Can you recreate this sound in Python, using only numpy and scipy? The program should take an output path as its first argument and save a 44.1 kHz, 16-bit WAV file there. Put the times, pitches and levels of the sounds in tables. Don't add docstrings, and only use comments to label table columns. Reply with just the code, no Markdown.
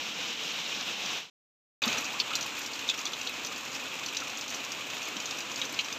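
import sys
import numpy as np
from scipy import signal
from scipy.fft import rfft, irfft
from scipy.io import wavfile

SR = 44100
rng = np.random.default_rng(int(sys.argv[2]) if len(sys.argv) > 2 else 0)


def bounce(signal):
    frames = np.transpose(np.atleast_2d(signal))
    limited = np.clip(frames, -1, 1)
    pcm = np.round(limited * 32767).astype(np.int16)
    wavfile.write(sys.argv[1], SR, pcm)


def magnitude_from_level(level_db):
    exponent = np.asarray(level_db, float) / 20
    return 10 ** exponent


N = 263718

RESUME_S = 1.8195
BURST = 3000
SPLASHED_DB = -26

# start_s, peak_db, main_ring_hz, second_ring_hz
HEAVY_DROPS = [(1.8268, -26, 3650, 3870), (1.8374, -14.5, 3510, 4570), (1.8774, -24, 3900, 4920),
               (1.916, -28, 3470, 3870), (1.928, -27, 2740, 4900), (1.9814, -26, 5840, 4140),
               (2.1932, -30, 2540, 4350), (2.1998, -15.5, 4300, 3560), (2.3538, -28, 4170, 5620),
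               (2.7916, -27, 2800, 3900), (2.8895, -14.5, 3630, 3640), (2.8992, -17, 3620, 3500),
               (3.054, -28, 3340, 4360), (3.0644, -23, 3500, 3960), (3.1338, -24, 3380, 3900),
               (3.2132, -27.5, 2640, 4040), (3.2719, -22.5, 4250, 3270), (3.2939, -29.5, 2650, 3900),
               (4.0612, -27, 4420, 5260), (4.0866, -27, 2890, 4000), (4.1478, -27, 2640, 3770),
               (4.167, -25, 3900, 2870), (5.167, -26.5, 3170, 3700), (5.201, -31, 2840, 4130),
               (5.309, -30, 3630, 4100), (5.3852, -30, 2690, 3900), (5.6156, -18.5, 3400, 3720),
               (5.7903, -15, 2930, 4060), (5.7974, -25, 2780, 4160), (5.9261, -28, 3570, 5040)]


def rms_one(x):
    return x / np.sqrt(np.mean(x ** 2) + 1e-20)


def peak_one(x):
    return x / np.abs(x).max()


def drift(rate):
    step = 40
    r = np.exp(-2 * np.pi * rate * step / SR)
    noise = rng.standard_normal(N // step + 1002)
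    slow = signal.lfilter([1], [1, -2 * r, r * r], noise)[1000:]
    return np.interp(np.arange(N) / step, np.arange(len(slow)), rms_one(slow))


def resonance(x, hz, width_hz):
    r = np.exp(-np.pi * width_hz / SR)
    turn = 2 * np.pi * hz / SR
    return signal.lfilter([(1 - r * r) / 2, 0, (r * r - 1) / 2], [1, -2 * r * np.cos(turn), r * r], x)


def double_ring(x, hz, width_hz):
    return resonance(resonance(x, hz, width_hz), hz, width_hz)


def band(x, low_hz, high_hz):
    return signal.sosfilt(signal.butter(2, [low_hz, high_hz], "band", fs=SR, output="sos"), x)


def shape(spectrum, points, top_hz):
    hz = np.clip(np.arange(N // 2 + 1) * SR / N, 1, top_hz)
    points = np.array(points)
    return spectrum * magnitude_from_level(np.interp(np.log(hz), np.log(points[:, 0]), points[:, 1]))


def add(out, s, sound, db):
    at = int(s * SR)
    out[at:at + len(sound)] += (magnitude_from_level(db) * peak_one(sound))[:N - at]


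def droplets(per_s, spread_db, smear_s):
    size_db = 2 * spread_db * np.minimum(rng.exponential(1, N), 3)
    hits = (rng.random(N) < per_s / SR) * magnitude_from_level(size_db)
    r = np.exp(-1 / (smear_s * SR))
    strength = np.sqrt(signal.lfilter([1], [1, -r], hits + 1e-18))
    grains = strength * rng.standard_normal(N)
    return band(rms_one(grains), low_hz=1540, high_hz=19400)


def patter(flow, colour, deep_db, grain_db, patchy_db, per_s, spread_db):
    treble_lag = .35
    start_s, flow_db = np.transpose(flow)
    level_db = np.interp(np.arange(N) / SR, start_s, flow_db)
    source = rng.standard_normal(N) + magnitude_from_level(grain_db) * droplets(per_s, spread_db, smear_s=0.0031)
    spectrum = shape(rfft(source), colour, 6900)
    hz = np.arange(1, N // 2 + 2) * SR / N
    middle = irfft(spectrum * (hz > 1800) * (hz < 4500), N)
    spectrum /= np.sqrt(np.mean(middle ** 2))
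    out = 0
    together = drift(6.0)
    place = np.clip(2 * np.log2(hz / 90), 0, 15)
    for k in range(16):
        tilt_db = (k < 9) * deep_db + (k > 11) * treble_lag * (level_db[-1] - level_db)
        flicker_db = patchy_db * (1.2 * together + drift(40.0))
        one_band = irfft(spectrum * np.clip(1 - abs(place - k), 0, 1), N)
        out = out + magnitude_from_level(tilt_db + flicker_db) * one_band
    return magnitude_from_level(level_db) * out


def puffs(count, strike):
    uneven_db = 2.5 * rng.standard_normal((count, BURST // 30)).repeat(30, axis=1)
    crackle = rng.standard_normal((count, BURST)) * magnitude_from_level(uneven_db)
    crackle[:, 30] += strike
    return crackle


def dying(t60, rise_s):
    t = np.arange(BURST) / SR
    rise = (1 - np.exp(-t / max(rise_s, .0002))) ** 2
    return rise * magnitude_from_level(-60 * t / max(t60, .005))


def ticks(table):
    out = np.zeros(N)
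    for (s, db, hz), puff in zip(table, puffs(len(table), strike=7.0)):
        puff = puff * dying(t60=.028, rise_s=0.00052)
        ring = double_ring(puff, hz, width_hz=730)
        slap = band(band(puff, low_hz=3900, high_hz=7260), low_hz=3400, high_hz=7560)
        add(out, s - .0007, ring + magnitude_from_level(-3) * slap, db - 1.0)
    return out


def splats():
    # start_s, peak_db, main_ring_hz, second_ring_hz, t60_s
    deep_drops = [
        (2.2, -21.5, 2600, 3020, 0.026),
        (2.895, -22.5, 2630, 3080, 0.077),
        (3.272, -26.5, 3640, 2840, 0.037),
        (5.618, -22.5, 2580, 2850, 0.058),
        (5.791, -20, 2480, 3150, 0.07),
        (2.31, -32, 2560, 3320, 0.13),
        (2.335, -27, 2970, 3520, 0.086),
    ]
    drops = [(*row, .026) for row in HEAVY_DROPS] + deep_drops
    out = np.zeros(N)
    for (s, db, hz, second_hz, t60), puff in zip(drops, puffs(len(drops), strike=18.0)):
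        puff = puff * dying(t60, rise_s=0.00072)
        main = peak_one(double_ring(puff, hz, width_hz=460))
        second = peak_one(double_ring(puff, second_hz, width_hz=300))
        slap = peak_one(band(band(puff, low_hz=2420, high_hz=4600), low_hz=2160, high_hz=5030))
        add(out, s - .0007, main + magnitude_from_level(-5) * second + magnitude_from_level(-12) * slap, db)
    return out


def light_drops(count):
    # start_s, peak_db
    leaf_drips = [(2.0438, -24.5), (2.0536, -26), (2.4095, -24.5), (2.426, -25), (2.6165, -25),
                  (2.8779, -28.5), (2.9767, -29.5), (2.9907, -24), (3.0545, -24.5), (3.2511, -30),
                  (3.4472, -23), (3.4676, -26.5), (3.5225, -29), (3.7614, -30), (4.0613, -24.5),
                  (4.2019, -25.5), (4.3735, -23.5), (4.4794, -27.5), (4.5033, -27), (4.5447, -24),
                  (4.6489, -26.5), (4.7193, -22), (4.9018, -29), (5.0286, -27), (5.3094, -28.5),
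                  (5.4052, -24), (5.5155, -27.5), (5.6521, -24), (5.8083, -27), (5.9265, -27.5)]
    # start_s, peak_db, ring_hz
    other_drops = [(1.8786, -20, 6360), (1.8978, -29.5, 5660), (1.9288, -20.5, 6000), (2.1311, -32.5, 6740),
                   (2.2005, -19.5, 5100), (2.3539, -17.5, 4600), (2.3541, -16.5, 7300),
                   (2.4629, -29.5, 6800), (2.6619, -24.5, 5500), (2.7338, -24, 4770), (2.759, -29.5, 5050),
                   (2.8969, -18, 6560), (3.0122, -29.5, 6600), (3.5608, -28, 7040), (3.579, -31, 6260),
                   (3.65, -32, 7000), (3.7475, -28.5, 5400), (4.1695, -18, 5600), (4.299, -28.5, 5470),
                   (4.411, -23, 6250), (4.4942, -28, 4560), (5.0543, -30, 6260), (5.2198, -33, 5200),
                   (5.257, -23, 6100), (5.3721, -34, 5800), (5.5589, -23.5, 6350), (5.5783, -28.5, 6840),
                   (5.6952, -30, 6100), (5.7434, -28.5, 5200), (5.8461, -26, 5800)]
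    leaf_hz, leaf_spread_hz = 5850, 33
    rebound_s = .0245
    faint_db, faint_spread_db = -34, 3.0
    heavy_s = np.array(HEAVY_DROPS)[:, 0]
    splashing_s = heavy_s[np.diff(heavy_s, prepend=0) > rebound_s]
    leaf = leaf_drips + [(s, SPLASHED_DB) for s in splashing_s]
    leaf = [(s, db, leaf_hz + leaf_spread_hz * rng.standard_normal()) for s, db in leaf]
    when, size, pitch = rng.random((count, 3)).T
    stray_s = RESUME_S + when * (N / SR - RESUME_S)
    stray_db = faint_db + faint_spread_db * (2 * size - 1)
    return leaf + other_drops + list(zip(stray_s, stray_db, 4600 + 2400 * pitch))


def spray(drops):
    # start_s, peak_db
    strong_bursts = [(1.856, -35.5), (1.984, -38), (2.0059, -40.5), (2.3544, -34.5), (2.41, -38.5),
                     (2.4598, -37.5), (2.5894, -36), (2.6614, -44.5), (2.9005, -47), (2.9777, -41),
                     (3.2282, -44.5), (3.2927, -38.5), (3.461, -41), (3.524, -46.5), (3.5784, -44.5),
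                     (3.8372, -43.5), (3.933, -45), (4.0623, -41), (4.1298, -41), (4.2362, -43.5),
                     (4.383, -40.5), (4.5043, -43), (4.5496, -41.5), (4.8667, -43.5), (4.9427, -39.5),
                     (5.0824, -39), (5.3882, -37.5), (5.6162, -48), (5.7247, -38.5), (5.7903, -43)]
    mist = [(s, -46.5 + 0.26 * (db - SPLASHED_DB)) for s, db, _ in drops]
    bursts = strong_bursts + mist
    out = np.zeros(N)
    for (s, db), puff in zip(bursts, puffs(len(bursts), strike=.1)):
        hiss = band(puff * dying(t60=0.028, rise_s=0.0011), low_hz=8600, high_hz=16900)
        add(out, s - .0005, hiss, db + 18)
    return out


def rock_echo(x):
    out = x.copy()
    for lag_s, db in [(.0043, -9), (.0095, -11.5), (.0165, -13)]:
        lag = int(lag_s * SR)
        out[lag:] += magnitude_from_level(db) * x[:-lag]
    return out


def plops():
    # start_s, peak_db, pitch_hz, t60_s
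    sloshes = [(1.86, -27, 230, 0.047), (1.871, -25, 1290, 0.023), (2.049, -32, 2520, 0.25),
               (2.129, -36.5, 1100, 0.26), (2.139, -30.5, 2500, 0.069), (2.181, -52, 1050, .12),
               (2.289, -42, 1050, 0.11), (2.305, -30.5, 1320, 0.12), (2.399, -42.5, 251, 0.098),
               (2.45, -40, 885, 0.18), (2.979, -39, 1290, 0.056), (3.509, -35.5, 1230, 0.065),
               (4.217, -32.5, 1320, 0.032), (5.145, -37, 265, .16), (5.151, -42, 190, 0.083),
               (5.51, -37, 1040, 0.069), (5.718, -40, 294, 0.055)]
    out = np.zeros(N)
    for (s, db, hz, t60), puff in zip(sloshes, puffs(len(sloshes), strike=0)):
        push = puff * dying(t60, rise_s=0.97 / hz)
        add(out, s, double_ring(push, hz, width_hz=30 + 0.13 * hz), db)
    return out


def gurgle(count, db):
    out, t = np.zeros(N), np.arange(BURST) / SR
    for when, pitch, size in rng.random((count, 3)):
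        hz = 950 * 3.6 ** pitch
        t60 = 60.0 / hz
        bubble = np.sin(2 * np.pi * hz * (t + 0.26 * t ** 2 / t60)) * dying(t60, rise_s=3.9 / hz)
        s = RESUME_S + when ** 2.2 * (N / SR - RESUME_S)
        add(out, s, bubble, db + 8.0 * size)
    return out


def scene():
    # start_s, level_db
    far_flow = [
        (0, -37),
        (.75, -37),
        (1.3, -36.5),
    ]
    near_flow = [
        (1.82, -34),
        (1.99, -34.5),
        (2.04, -41.5),
        (2.2, -40),
        (2.36, -38),
        (2.5, -40.5),
        (4.0, -41),
        (5.98, -40.5),
    ]
    # pitch_hz, level_db (per Hz)
    far_colour = [(24, -76.5), (40, -40), (194, -8.5), (340, -9), (379, -16.5), (460, -7.5), (620, -13),
                  (700, -9.5), (1950, -10.5), (2450, -2), (3000, -1.5), (3900, -4.5), (4540, -11.5),
                  (5760, -9.5), (7000, -14)]
    near_colour = [(24, -57), (40, -30.5), (126, -7.5), (186, -8.5), (268, 0.5), (370, -6), (535, -2.5),
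                   (596, -5), (1190, -3), (1960, -7.5), (2540, 0), (3990, -6), (4640, -12), (7000, -9.5),
                   (9100, -39), (15400, -120)]
    # start_s, peak_db, ring_hz
    far_drops = [(.1436, -31.5, 5180), (.2823, -31, 4520), (.3855, -37, 4330), (.4444, -37, 5080),
                 (.5157, -29.5, 6280), (.7657, -28.5, 5770), (.8096, -23, 4950), (1.0066, -32.5, 5670),
                 (1.061, -21.5, 5700), (1.0874, -30, 4960)]
    far = patter(far_flow, far_colour, deep_db=1.0, grain_db=-17.0, patchy_db=1.1, per_s=460, spread_db=12.0)
    far = far + magnitude_from_level(-1.5) * ticks(far_drops)
    near = patter(near_flow, near_colour, deep_db=-0.63, grain_db=-5, patchy_db=0.54, per_s=200, spread_db=5.0)
    near = near + magnitude_from_level(-9 + 5.0 * drift(9.0)) * resonance(near, hz=2520, width_hz=120)
    drops = light_drops(count=45)
    near = near + rock_echo(splats() + ticks(drops) + spray(drops))
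    near = near + plops() + gurgle(count=220, db=-50.5)
    return np.where(np.arange(N) / SR < 1.5, far, near)[None]


def band_limit(x):
    return signal.sosfilt(signal.butter(12, 16350, fs=SR, output="sos"), x)


def record(dry):
    # pitch_hz, gain_db
    microphone = [(6900, 0), (7500, -5), (8500, -15.5), (9400, -25.5), (10000, -25.5), (11100, -23.5),
                  (11600, -19), (12000, -11), (12700, -20.5), (13400, -17.5), (14100, -18), (14900, -19),
                  (15500, -21.5)]
    top_hz = 15530
    fade_s, fade_db_per_s, pause_s = 1.195, -185, 1.2995
    spectrum = shape(rfft(dry), microphone, top_hz)
    heard = irfft(spectrum * (np.arange(N // 2 + 1) * SR / N < top_hz), N)
    t = np.arange(N) / SR
    fade = magnitude_from_level(fade_db_per_s * np.clip(t - fade_s, 0, 1))
    gate = fade * (t < pause_s) + (t > RESUME_S)
    return band_limit(heard * gate)


dry = scene()
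out = record(dry)
bounce(out)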